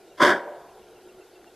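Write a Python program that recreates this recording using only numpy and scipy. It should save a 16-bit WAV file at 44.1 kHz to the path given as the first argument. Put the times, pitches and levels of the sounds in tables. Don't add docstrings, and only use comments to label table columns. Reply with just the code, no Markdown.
import sys
import numpy as np
from scipy import signal
from scipy.fft import rfft, irfft
from scipy.io import wavfile
from scipy.ndimage import uniform_filter1d

SR = 44100
rng = np.random.default_rng(int(sys.argv[2]) if len(sys.argv) > 2 else 0)


def store_pcm(level_fs):
    pcm = np.round(np.clip(level_fs, -1, 1) * 32767).astype(np.int16)
    wavfile.write(sys.argv[1], SR, np.atleast_2d(pcm).T)


N = 68355
T = np.arange(N) / SR


def amp(db):
    return 10 ** (np.asarray(db) / 20)


def unit_rms(x):
    return x / np.sqrt(np.mean(x ** 2) + 1e-20)


def steadied(x, size=1700):
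    power = uniform_filter1d(uniform_filter1d(x ** 2, size), size // 2)
    return x / np.sqrt(abs(power) + 1e-20)


def curve_at(points, hz):
    point_hz, value = np.transpose(points)
    return np.interp(np.log(hz + 1), np.log(point_hz + 1), value)


def drift(rate_hz):
    hz = np.fft.rfftfreq(N, 1 / SR)
    return unit_rms(irfft(rfft(rng.standard_normal(N)) * np.exp(-(hz / rate_hz) ** 2), N))


def colour(x, spectrum, size=4096):
    log_gain = np.log(amp(curve_at(spectrum, abs(np.fft.fftfreq(size, 1 / SR)))))
    taps = np.fft.ifft(np.exp(np.conj(signal.hilbert(log_gain)))).real
    return signal.oaconvolve(x, taps[:size // 2])[:N]


def resonate(x, hz, width_hz):
    carrier = np.exp(2j * np.pi * np.cumsum(hz * np.ones(N)) / SR)
    pole = np.exp(-np.pi * width_hz * np.sqrt(2) / SR)
    baseband = signal.lfilter([(1 - pole) ** 2], [1, -2 * pole, pole * pole], x / carrier + 1e-18)
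    return 2 * (carrier * baseband).real


def evening_air(level_db=-53, patch_db=2.0, size=1024):
    # frequency_hz, density_db
    spectrum = [(20, -24), (55, -1.5), (90, -11), (170, -9.5), (250, -6.5), (330, -5.5), (450, 5.5),
                (560, -5), (720, 0), (950, -11), (1230, -15.5), (1430, -10.5), (1750, -16.5), (2500, -17.5),
                (3700, -18), (5500, -23), (9000, -26.5), (12000, -26.5), (12500, -30.5), (13100, -21.5)]
    hz, _, bands = signal.stft(rng.standard_normal(N), SR, nperseg=size)
    patches = uniform_filter1d(rng.standard_normal(bands.shape), size=8, axis=0)
    patches = unit_rms(uniform_filter1d(patches, size=4, axis=1))
    bands = bands * amp(curve_at(spectrum, hz)[:, None] + patch_db * patches)
    return amp(level_db) * unit_rms(signal.istft(bands, SR, nperseg=size)[1][:N])


def hum():
    # centre_hz, width_hz, gain_db
    bands = [(364.1, 21, 0), (428, 61, -6), (1402, 91, -17)]
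    # time_s, level_db
    swells = [(0, -56.5), (0.09, -52.5), (0.17, -69), (0.7, -59), (0.93, -53.5), (1.02, -59.5),
              (1.065, -46), (1.14, -58.5), (1.2, -47.5), (1.27, -59), (1.37, -53.5), (1.55, -58.5)]
    tones = sum(amp(db) * steadied(resonate(rng.standard_normal(N), hz, width_hz))
                for hz, width_hz, db in bands)
    return amp(np.interp(T, *np.transpose(swells))) * tones


def peeps(length_s=0.037, fall_hz_per_s=6600, waver_hz=36.2):
    # start_s, pitch_hz, level_db
    calls = [(0.056, 2840, -71), (0.104, 2790, -63.5), (0.674, 2770, -66), (0.809, 2790, -63),
             (0.95, 2775, -62), (1.079, 2720, -60.5), (1.201, 2720, -60), (1.345, 2720, -60.5),
             (1.461, 2772, -58.5)]
    out = np.zeros(N)
    for start_s, hz, db in calls:
        pitch_hz = hz - fall_hz_per_s * (T - start_s - length_s / 2) + waver_hz * drift(167)
        swell = np.sin(np.pi * np.clip((T - start_s) / length_s, 0, 1)) ** 2
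        out += amp(db) * swell * np.sqrt(2) * np.sin(2 * np.pi * np.cumsum(pitch_hz) / SR)
    return out


def tick(start_s=1.4435, level_db=-43, decay_s=.002):
    # frequency_hz, gain_db
    spectrum = [(100, -25.5), (500, -2), (1200, 10.5), (2400, -4), (3000, -11), (3700, -3), (4600, -23),
                (12000, -40)]
    burst = (T > start_s) * np.exp(-abs(T - start_s) / decay_s)
    return amp(level_db) * burst * unit_rms(colour(rng.standard_normal(N), spectrum))


def scatter(decay_times, size=256, mean_gap=16):
    reflections = rng.choice([-1., 1.], N) * (rng.random(N) < 1 / mean_gap)
    hz, time_s, bands = signal.stft(reflections, SR, nperseg=size)
    t60_s = curve_at(decay_times, hz)[:, None]
    bands = bands * amp(-60 * time_s / t60_s) / np.sqrt(t60_s)
    tail = signal.istft(bands, SR, nperseg=size)[1][:N]
    return tail * np.sqrt(mean_gap * 2 * np.log(1000) / SR)


def outdoors(direct, ground_db=-10.5, ground_t60_s=0.27, echo_s=.243, echo_db=-19):
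    # frequency_hz, gain_db
    bush_spectrum = [(100, -28), (350, -18.5), (470, 0.5), (600, -15), (800, -0.5), (1050, -17.5),
                     (1400, -20), (1620, -21), (2000, -22.5), (2500, -15), (3500, -27.5), (10000, -27)]
    # frequency_hz, t60_s
    bush_decay = [(100, 1.2), (350, 0.49), (700, 1.17), (1600, 0.95), (3500, 0.8), (10000, .3)]
    ground = amp(ground_db) * scatter([(100, ground_t60_s), (10000, ground_t60_s)])
    bush = colour(scatter(bush_decay), bush_spectrum)
    dulled = resonate(direct, hz=550, width_hz=240)
    echo = amp(echo_db) * np.interp(T - echo_s, T, dulled, left=0)
    return direct + signal.fftconvolve(direct, ground + bush)[:N] + echo


def mouth_hiss(puffs):
    # frequency_hz, density_db
    spectrum = [(100, -48), (2000, -22), (2650, -17), (3050, -3), (3400, 1.5), (3750, -4), (4100, -20.5),
                (4450, -7), (5100, -8), (6200, -14.5), (6900, -16), (7400, -22), (8000, -17.5),
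                (8800, -19.5), (9350, -29.5), (10000, -17.5), (11100, -31), (11800, -21), (14000, -40)]
    # time_s, gain_db
    share = [(0.183, -6), (0.203, -17), (0.222, -12), (0.255, -14), (0.30, -15), (0.345, -22), (0.39, -21)]
    return amp(np.interp(T, *np.transpose(share))) * steadied(colour(puffs, spectrum))


def vocal_folds(since_peak_s, pitch_hz=149.67, sag_per_s=4.0, jitter=.4, shimmer_db=1.5):
    puff_cycles, leak = 0.36, 0.69
    phase_cycles = np.cumsum(pitch_hz * np.exp(-sag_per_s * since_peak_s + jitter * drift(100))) / SR
    cycle = phase_cycles.astype(int)
    force = amp(shimmer_db * np.clip(rng.standard_normal(N), -2, 2))[cycle]
    slaps = steadied(np.diff(cycle, prepend=0) * force + 1e-4 * rng.standard_normal(N))
    airflow = leak + force * np.exp(-(phase_cycles % 1) / puff_cycles)
    return slaps, [steadied(airflow * rng.standard_normal(N)) for _ in range(3)]


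def throat(drive, since_peak_s, body_db=-4.5):
    # frequency_hz, density_db
    body = [(30, -68), (90, -49), (135, -27), (180, -16), (280, -8), (370, -4), (470, -5), (540, 0),
            (700, 2), (820, -3.5), (930, 1), (1150, -5), (1350, -1), (1800, -7.5), (2200, -6.5),
            (2480, -34), (3000, -47), (8000, -81.5)]
    # centre_hz, width_hz, gain_db, strongest_s, fade_db_per_s, glide_hz_per_s
    formants = [(185, 26, -16, 0.36, 109, 44.5), (370, 43, -7.5, .32, 12, -4),
                (585, 55, -6, 0.243, 78, -150), (1000.6, 148, -1.5, 0.21, 123, -200),
                (1638, 132, -2, .33, 38, -150), (2106, 157, -16.5, .29, 30, -600)]
    voice = amp(body_db) * steadied(colour(drive, body), size=700)
    for hz, width_hz, db, strongest_s, fade, glide in formants:
        ringing = steadied(resonate(drive, hz + glide * since_peak_s, width_hz), size=1000)
        voice += amp(db - abs(fade * (T - strongest_s))) * ringing
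    return voice


def bark(peak_s=.225, air_share=0.7, chest_cut_hz=99):
    # time_s, level_db
    effort_curve = [(0.174, -54), (0.188, -41.5), (0.195, -40), (0.203, -22), (0.214, -19), (0.222, -13),
                    (0.27, -16), (0.295, -17), (0.322, -18.5), (0.35, -28.5), (0.385, -33.5), (0.41, -60)]
    flutter_hz, flutter_db, crest_s = 43, 1.5, .229
    since_peak_s = np.clip(T - peak_s, -.05, .2)
    slaps, (throat_puffs, mouth_puffs, side_puffs) = vocal_folds(since_peak_s)
    drive = np.sqrt(1 - air_share) * slaps + np.sqrt(air_share) * throat_puffs
    flutter = amp(flutter_db * np.cos(2 * np.pi * flutter_hz * (T - crest_s)))
    effort = amp(np.interp(T, *np.transpose(effort_curve), left=-120, right=-120))
    call = effort * (flutter * throat(drive, since_peak_s) + mouth_hiss(mouth_puffs))
    radiation = signal.butter(2, chest_cut_hz, "high", fs=SR, output="sos")
    return signal.sosfilt(radiation, call), effort * mouth_hiss(side_puffs)


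def scene(wide_above_hz=4730, side_hiss_db=-7, side_air_db=-2):
    call, side_hiss = bark()
    mid = outdoors(call) + evening_air() + hum() + peeps() + tick()
    spread = amp(side_hiss_db) * outdoors(side_hiss) + amp(side_air_db) * evening_air()
    treble = signal.butter(16, wide_above_hz, "high", fs=SR, output="sos")
    side = signal.sosfilt(treble, spread)
    return np.array([mid + side, mid - side])


def record(dry):
    cutoff_hz = 13150
    taps = signal.firwin(511, cutoff_hz, window=("kaiser", 9), fs=SR)
    return signal.oaconvolve(dry, taps[None], "same")


dry = scene()
out = record(dry)
store_pcm(out)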